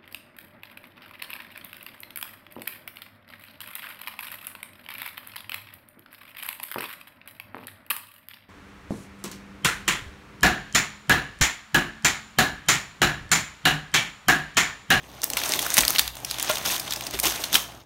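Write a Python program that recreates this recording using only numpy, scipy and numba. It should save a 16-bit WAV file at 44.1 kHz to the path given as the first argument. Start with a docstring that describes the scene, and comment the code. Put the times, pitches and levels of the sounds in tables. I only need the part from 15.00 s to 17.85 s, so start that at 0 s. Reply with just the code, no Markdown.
"""Bags of toy pieces shaken from a box

Plastic bags of small pieces slide out of a cardboard box shaken over a wooden table, close to a phone.
Film: noise-burst snaps, and a rustle of dense ticks over hiss; slumping heaps swell rustle and rumble.
Box: low random thuds, and knocks that ring decaying modes. A short noise tail is the small room;
filtered noise and two wavering sines are the room tone and hum. The level sinks at the end."""
import sys
import numpy as np
from scipy import signal
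from scipy.fft import rfft, irfft
from scipy.io import wavfile
from scipy.ndimage import uniform_filter1d
from numba import njit

SR = 44100
rng = np.random.default_rng(int(sys.argv[2]) if len(sys.argv) > 2 else 0)


def undo_db(level):
    """Turn decibels back into plain size, where 20 dB means ten times bigger."""
    steps = np.asarray(level, float) / 20
    return 10 ** steps


def dump(signal):
    """Clip the signal to [-1, 1] and save it as 16-bit WAV at the path in sys.argv[1]."""
    limited = np.clip(np.atleast_2d(signal).T, -1, 1)
    pcm = np.round(limited * 32767).astype(np.int16)
    wavfile.write(sys.argv[1], SR, pcm)


N = 125685

# room tone spectrum: f/Hz, relative density/dB
AIR_SPECTRUM = [(18, -49), (50, -22), (82, -7), (137, -6), (420, -22), (639, -17), (15500, -49)]
# wavering hum: f/Hz, width of wander/Hz, level/dB
HUM_LINES = [(58, 5.4, -55), (123.6, 6.54, -55.5)]
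# box rumble spectrum: f/Hz, relative density/dB
RUMBLE_SPECTRUM = [(40, -6), (90, -10), (300, -0.5), (500, -5.5), (650, 1), (1200, -8), (3000, -70)]
# modes of the box: f/Hz, t60/s
BOX_MODES = [(58, 0.2), (115, 0.031), (250, 0.048), (385, 0.077), (625, 0.082), (880, 0.053), (1071, 0.052),
             (1400, 0.11), (1700, 0.028)]
# knocks on the box: t/s, level/dB, centre of the blow f/Hz
BOX_KNOCKS = [(0.496, -23, 492), (.556, -26, 293), (.780, -18, 870), (0.786, -22.5, 249), (0.8, -30, 58.3),
              (1.002, -34.5, 58), (1.498, -19, 620), (1.499, -20.5, 1080), (2.138, -22, 92),
              (2.141, -26.5, 327), (2.254, -23, 1000), (2.258, -18, 90), (2.268, -29, 400)]
# handling of bags and box: t/s, rustle level/dB, box rumble level/dB
HANDLING_LEVELS = [(0, -53.5, -52.5), (.2, -48.5, -49), (.29, -49, -47), (.32, -40, -41),
                   (.5, -29.5, -39.5), (.72, -30.5, -41.5), (0.971, -36.5, -44), (1.07, -41.5, -51),
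                   (1.11, -50, -58.5), (1.239, -45, -46.5), (1.27, -39, -49), (1.45, -38, -42),
                   (1.62, -34.5, -43.5), (1.78, -48.5, -44.5), (1.93, -35.5, -45.5), (2.1, -40, -41.5),
                   (2.42, -35, -41), (2.51, -41, -46), (2.85, -55, -51.5)]
# heaps of pieces slumping in a bag: t of peak/s, rise/ms, level/dB, t60/ms
HEAP_SLUMPS = [(0.234, 4.6, -24.5, 90), (0.369, 1.5, -24, 165), (0.782, 7.4, -14.5, 70),
               (0.807, 5.7, -21, 170), (0.898, 34, -22.5, 110), (0.951, 7.7, -25.5, 93),
               (.996, 6, -27.5, 190), (1.169, 2.7, -32.5, 32), (1.401, 6.5, -33.5, 600),
               (1.496, 6.1, -24, 300), (1.658, 12, -25.5, 310), (1.724, 91, -24.5, 290),
               (2.141, 15, -27.5, 110), (2.239, 12, -17.5, 54), (2.255, 2.7, -16, 210),
               (2.546, 21, -16.5, 140), (2.55, 6.4, -23, 310)]
# film rustle spectrum: f/Hz, relative density/dB
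RUSTLE_SPECTRUM = [(400, -40), (800, -3), (2000, -3), (3500, -0.5), (4900, -4.5), (6400, -0.5), (7500, -8),
                   (9200, -4.5), (10300, -10), (12500, -5), (15500, -9.5)]
# single snaps of film and pieces: t/s, level/dB, ring f/Hz, treble/dB before normalising, t60/ms
FILM_SNAPS = [(0.218, -15.5, 6360, -5, 4.4), (0.2413, -3, 8300, 34, 7), (0.3008, -12, 3870, 5.5, 11.5),
              (0.3342, -10, 6140, -11, 6.6), (0.3698, -8, 2000, -3.5, 9.3), (0.4163, -15, 1540, -4, 7.8),
              (0.4369, -6, 3720, -6, 2.7), (0.492, -13.5, 9200, -14, 11), (0.5206, -6, 5260, -10, 6.5),
              (0.5368, -5, 4300, -25, 5.4), (0.5904, -9, 3420, -1.5, 20), (0.6634, -13, 1360, -1, 20),
              (0.703, -9, 5930, 0, 7.5), (0.74, -6.5, 9280, 1, 21), (0.7686, -3, 2460, 0, 9.4),
              (0.7792, 1, 2370, -1, 9), (0.7899, 1.5, 4060, -10, 2.5), (0.8062, -5, 6260, 3, 12),
              (0.8143, -13, 2900, -5, 6), (0.833, -13, 2420, -20, 21), (0.8499, -9, 4550, -1, 14),
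              (0.8804, 3.5, 4400, 0.5, 3.3), (0.9048, -5, 1280, 8.5, 7.3), (0.984, -2, 3230, -7, 5.6),
              (0.9879, -4.5, 4030, -1, 9.9), (0.9929, 1, 3970, -1.5, 13.2), (1.0774, -12.5, 3770, -4, 9.8),
              (1.1529, -25, 4030, 5, 11), (1.2466, -14.5, 5600, -1.5, 19), (1.3107, -11, 4570, -3.5, 13),
              (1.342, -20.5, 3630, -9, 15), (1.3846, -13.5, 3400, -4, 5.4), (1.397, -15, 5640, 1, 15),
              (1.427, -5.5, 6500, 7, 6.6), (1.5555, -15, 3550, -2, 14), (1.569, -17.5, 3130, -6, 19),
              (1.582, -19, 4700, -4, 17), (1.7017, -15.5, 2620, -15, 12), (1.7443, -19, 6740, -10, 8),
              (1.7628, -15.5, 2980, -1, 15), (1.796, -15.5, 4990, 0, 26), (1.8752, -22.5, 3140, -8, 35),
              (1.907, -16, 5160, -8, 19), (1.9224, -11.5, 3820, -6, 11), (1.935, -14.5, 5850, -3, 14),
              (1.96, -17.5, 5300, -5, 15), (2.0088, -16, 3050, -3.5, 8.7), (2.0656, -17.5, 5000, -5, 24),
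              (2.109, -21, 5900, 0, 11), (2.188, -16.5, 2310, 3, 30), (2.1987, -6, 8700, 1, 10.5),
              (2.4375, -12, 3900, -4, 24.6), (2.529, -7.5, 3240, 1, 7), (2.5425, -6, 3380, 0, 13),
              (2.5509, -4, 3210, -8, 39)]

AIR_DB = -53.5
ROOM_T60_S, ROOM_TREBLE_T60_S, ROOM_DB = 0.41, 0.35, -12
FADE_START_S, FADE_END_DB = 2.786, -9
SLUMP_IN_BOX_DB = -12.5  # heaps in the box rumble re the rustle
BLOW_WIDTH_OCTAVES, PUSH_CYCLES = 0.31, 0.28
LANDING_CYCLES, DETUNE_RATIO = 3.45, 0.015
TICKS_PER_S, TICK_T60_CYCLES, HISS_DB = 1800, 14, 1  # hiss re ticks
PATCHES_PER_S, PATCHY_DB = 35, 2
DULL_DB_PER_DB_OCTAVE = 0.1053  # quieter rustle is duller
CREASES_PER_S, CREASE_MAX_DB, CREASE_DECAY_MS = 45, 8, 2
SNAP_Q, SNAP_BODY_DB, SNAP_RISE_PER_T60 = 6.6, -4, 0.097


def level(x, db):
    """Scale to an rms level."""
    return x * undo_db(db) / np.sqrt(np.mean(x ** 2))


def colour(x, table):
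    """Filter by (Hz, dB) points, interpolated over log frequency."""
    hz, db = np.array(table, float).T
    f = np.arange(N // 2 + 1) * SR / N + 1
    return irfft(rfft(x) * undo_db(np.interp(np.log(f), np.log(hz), db)), N)


def band(x, lo_hz, hi_hz):
    """Causal band-pass."""
    sos = signal.butter(2, [lo_hz, min(hi_hz, SR / 2.1)], "band", fs=SR, output="sos")
    return signal.sosfilt(sos, x)


@njit
def rings(start, hz, t60_s, size, phase):
    """Sum of decaying sines, each cut off after its t60."""
    y = np.zeros(N)
    for k in range(len(hz)):
        step = np.exp(2j * np.pi * hz[k] / SR - np.log(1000) / (t60_s[k] * SR))
        z = size[k] * np.exp(1j * phase[k])
        for i in range(start[k], min(N, start[k] + int(t60_s[k] * SR))):
            y[i] += z.imag
            z *= step
    return y


def walk(rate_hz):
    """Normal random values held 1 / rate_hz s, slewed by a running mean of that length."""
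    hold = int(SR / rate_hz)
    return uniform_filter1d(np.repeat(rng.standard_normal(N // 200 + 1), hold)[:N], hold)


def air():
    """Room tone is filtered noise; each hum line is a sine wandering in pitch and level."""
    hum = 0
    for hz, width_hz, db in HUM_LINES:
        swell = undo_db(2 * walk(10.13))
        pitch_hz = hz + width_hz / 2 * walk(14)
        hum = hum + level(swell * np.sin(2 * np.pi * np.cumsum(pitch_hz) / SR), db)
    return level(colour(rng.standard_normal(N), AIR_SPECTRUM), AIR_DB) + hum


def room(x):
    """Add a diffuse noise tail that loses its treble first."""
    t = np.arange(int(0.6 * SR)) / SR
    noise = rng.standard_normal(len(t)) * np.minimum(t / 0.0086, 1)
    low = band(noise, 60, 3000)
    tail = low * undo_db(-60 * t / ROOM_T60_S) + (noise - low) * undo_db(-60 * t / ROOM_TREBLE_T60_S)
    tail *= undo_db(ROOM_DB) / np.sqrt(np.sum(tail ** 2))
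    return x + signal.fftconvolve(x, tail)[:N]


def box_rumble(power):
    """Random small thuds, filtered to the box and following a power envelope."""
    hits = rng.random(N) < 1500 / SR  # 1500 per second
    thuds = hits * undo_db(3.2 * rng.random(N)) * rng.standard_normal(N)
    return level(colour(thuds, RUMBLE_SPECTRUM), 0) * np.sqrt(power)


def knocks():
    """A bag lands in four contacts on the modes near the blow's centre; lower is softer and more spread."""
    out, (hz, t60_s) = 0, np.array(BOX_MODES).T
    for s, db, centre_hz in BOX_KNOCKS:
        octaves_off = np.log2(hz / centre_hz)
        size = undo_db(db) * np.exp(-0.5 * (octaves_off / BLOW_WIDTH_OCTAVES) ** 2)
        push = np.hanning(int(PUSH_CYCLES * SR / centre_hz) + 3)
        late = np.append(0, rng.random(3))  # share of the landing time
        delay = np.repeat(late * LANDING_CYCLES * SR / centre_hz, len(hz)).astype(np.int64)
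        start = int(s * SR) - len(push) // 2 + delay
        # the box flexes between contacts
        bent_hz = hz * (1 + DETUNE_RATIO * rng.standard_normal((len(late), len(hz))))
        bounce_db = np.where(late > 0, -7.5 - 5 * late, 0)
        sizes = size * undo_db(bounce_db[:, None])
        phase = 2 * np.pi * rng.random(bent_hz.size)
        ring = rings(start, bent_hz.ravel(), np.tile(t60_s, len(late)), sizes.ravel(), phase)
        out = out + signal.oaconvolve(ring, push / push.sum())[:N]
    return out


def slumps(t):
    """Power envelope of the heaps: exponential rise, then exponential fall."""
    power = 0
    for s, rise_ms, db, t60_ms in HEAP_SLUMPS:
        rise = np.exp(2 * (t - s) / (rise_ms / 2000))  # amplitude grows by e squared in rise_ms
        fall = undo_db(-120 * (t - s) / (t60_ms / 1000))
        power = power + undo_db(2 * db) * np.where(t < s, rise, fall)
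    return power


def snaps():
    """Each snap is a short burst: a ringing band, a treble crack and a little body."""
    out, t = np.zeros(N + 2048), np.arange(2048) / SR
    for s, db, hz, treble_db, t60_ms in FILM_SNAPS:
        t60_s = t60_ms / 1000
        env = np.minimum(t / (SNAP_RISE_PER_T60 * t60_s), 1) * undo_db(-60 * t / t60_s)

        def unit(v):
            """Scale to unit rms under the envelope."""
            return v / np.sqrt(np.sum((v * env) ** 2) / np.sum(env ** 2))

        a, b, c = rng.standard_normal((3, len(t)))
        tone = np.sin(2 * np.pi * hz * t) * env
        ring = tone + 0.62 * unit(band(a, hz * (1 - 1 / SNAP_Q), hz * (1 + 1 / SNAP_Q)))
        crack = undo_db(treble_db) * unit(band(b, 5500, 18000))
        body = undo_db(SNAP_BODY_DB) * unit(band(c, 0.35 * hz, 1.27 * hz + 1500))
        start = int(s * SR)
        out[start:start + len(t)] += undo_db(db) * env * unit(ring + crack + body)
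    return out[:N]


def creases():
    """Gain of small creases that flare for a few ms at random moments."""
    u = rng.random((N, 2))
    kicks = (u[:, 0] < CREASES_PER_S / SR) * undo_db(2 * CREASE_MAX_DB) * u[:, 1] ** 2
    decay = np.exp(-1000 / (CREASE_DECAY_MS * SR))
    flares = signal.lfilter([1], [1, -decay], uniform_filter1d(kicks, size=24))
    return np.sqrt(1 + flares)


def rustle(power):
    """Film: dense ticks of a few cycles over hiss; each octave comes and goes in patches."""
    u = rng.random((int(TICKS_PER_S * N / SR), 4))
    start = (u[:, 0] * N).astype(np.int64)
    hz = 700 * 22 ** u[:, 1]
    size = undo_db(-3.2 * np.log(u[:, 2] + 0.009)) * hz  # few large ticks, many small
    ticks = rings(start, hz, TICK_T60_CYCLES / hz, size, 2 * np.pi * u[:, 3])
    grain = level(ticks, 0) + undo_db(HISS_DB) * rng.standard_normal(N)
    spectrum = rfft(level(colour(grain, RUSTLE_SPECTRUM) * creases(), 0))

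    octave = np.log2(np.clip(np.arange(N // 2 + 1) * SR / N, 1000, 16000) / 1000)  # re 1 kHz
    loudness_db = 10 * np.log10(power) + 30  # re -30 dB
    shared = walk(PATCHES_PER_S)
    out = 0
    for k in range(5):
        part = irfft(spectrum * np.clip(1 - abs(octave - k), 0, 1), N) * creases()
        patch_db = PATCHY_DB * (shared + walk(PATCHES_PER_S))
        tilt_db = DULL_DB_PER_DB_OCTAVE * (k - 2) * loudness_db  # pivots at 4 kHz
        out = out + part * undo_db(patch_db + tilt_db)
    return np.sqrt(power) * out


def scene():
    """All sources in the room, over the room tone, with the closing fade."""
    t = np.arange(N) / SR
    s, rustle_db, rumble_db = np.array(HANDLING_LEVELS, float).T
    heaps = slumps(t)
    film = rustle(undo_db(2 * np.interp(t, s, rustle_db)) + heaps)
    box = box_rumble(undo_db(2 * np.interp(t, s, rumble_db)) + heaps * undo_db(2 * SLUMP_IN_BOX_DB))
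    mix = room(snaps() + film + box + knocks()) + air()
    fade_db = np.interp(t, [FADE_START_S, N / SR], [0, FADE_END_DB])
    return (mix * undo_db(fade_db))[None]


def roll_off(x):
    """The treble ends steeply here."""
    return signal.sosfilt(signal.butter(12, 16970, fs=SR, output="sos"), x)


def record(dry):
    """The phone cuts the deepest bass and the top, and clips at full scale."""
    bass_cut = signal.butter(4, 45, "high", fs=SR, output="sos")
    top_cut = signal.ellip(7, 0.5, 38, 15750, fs=SR, output="sos")
    heard = signal.sosfilt(np.vstack([bass_cut, top_cut]), dry)
    return roll_off(np.clip(heard, -1, 1))


dry = scene()
out = record(dry)
dump(out)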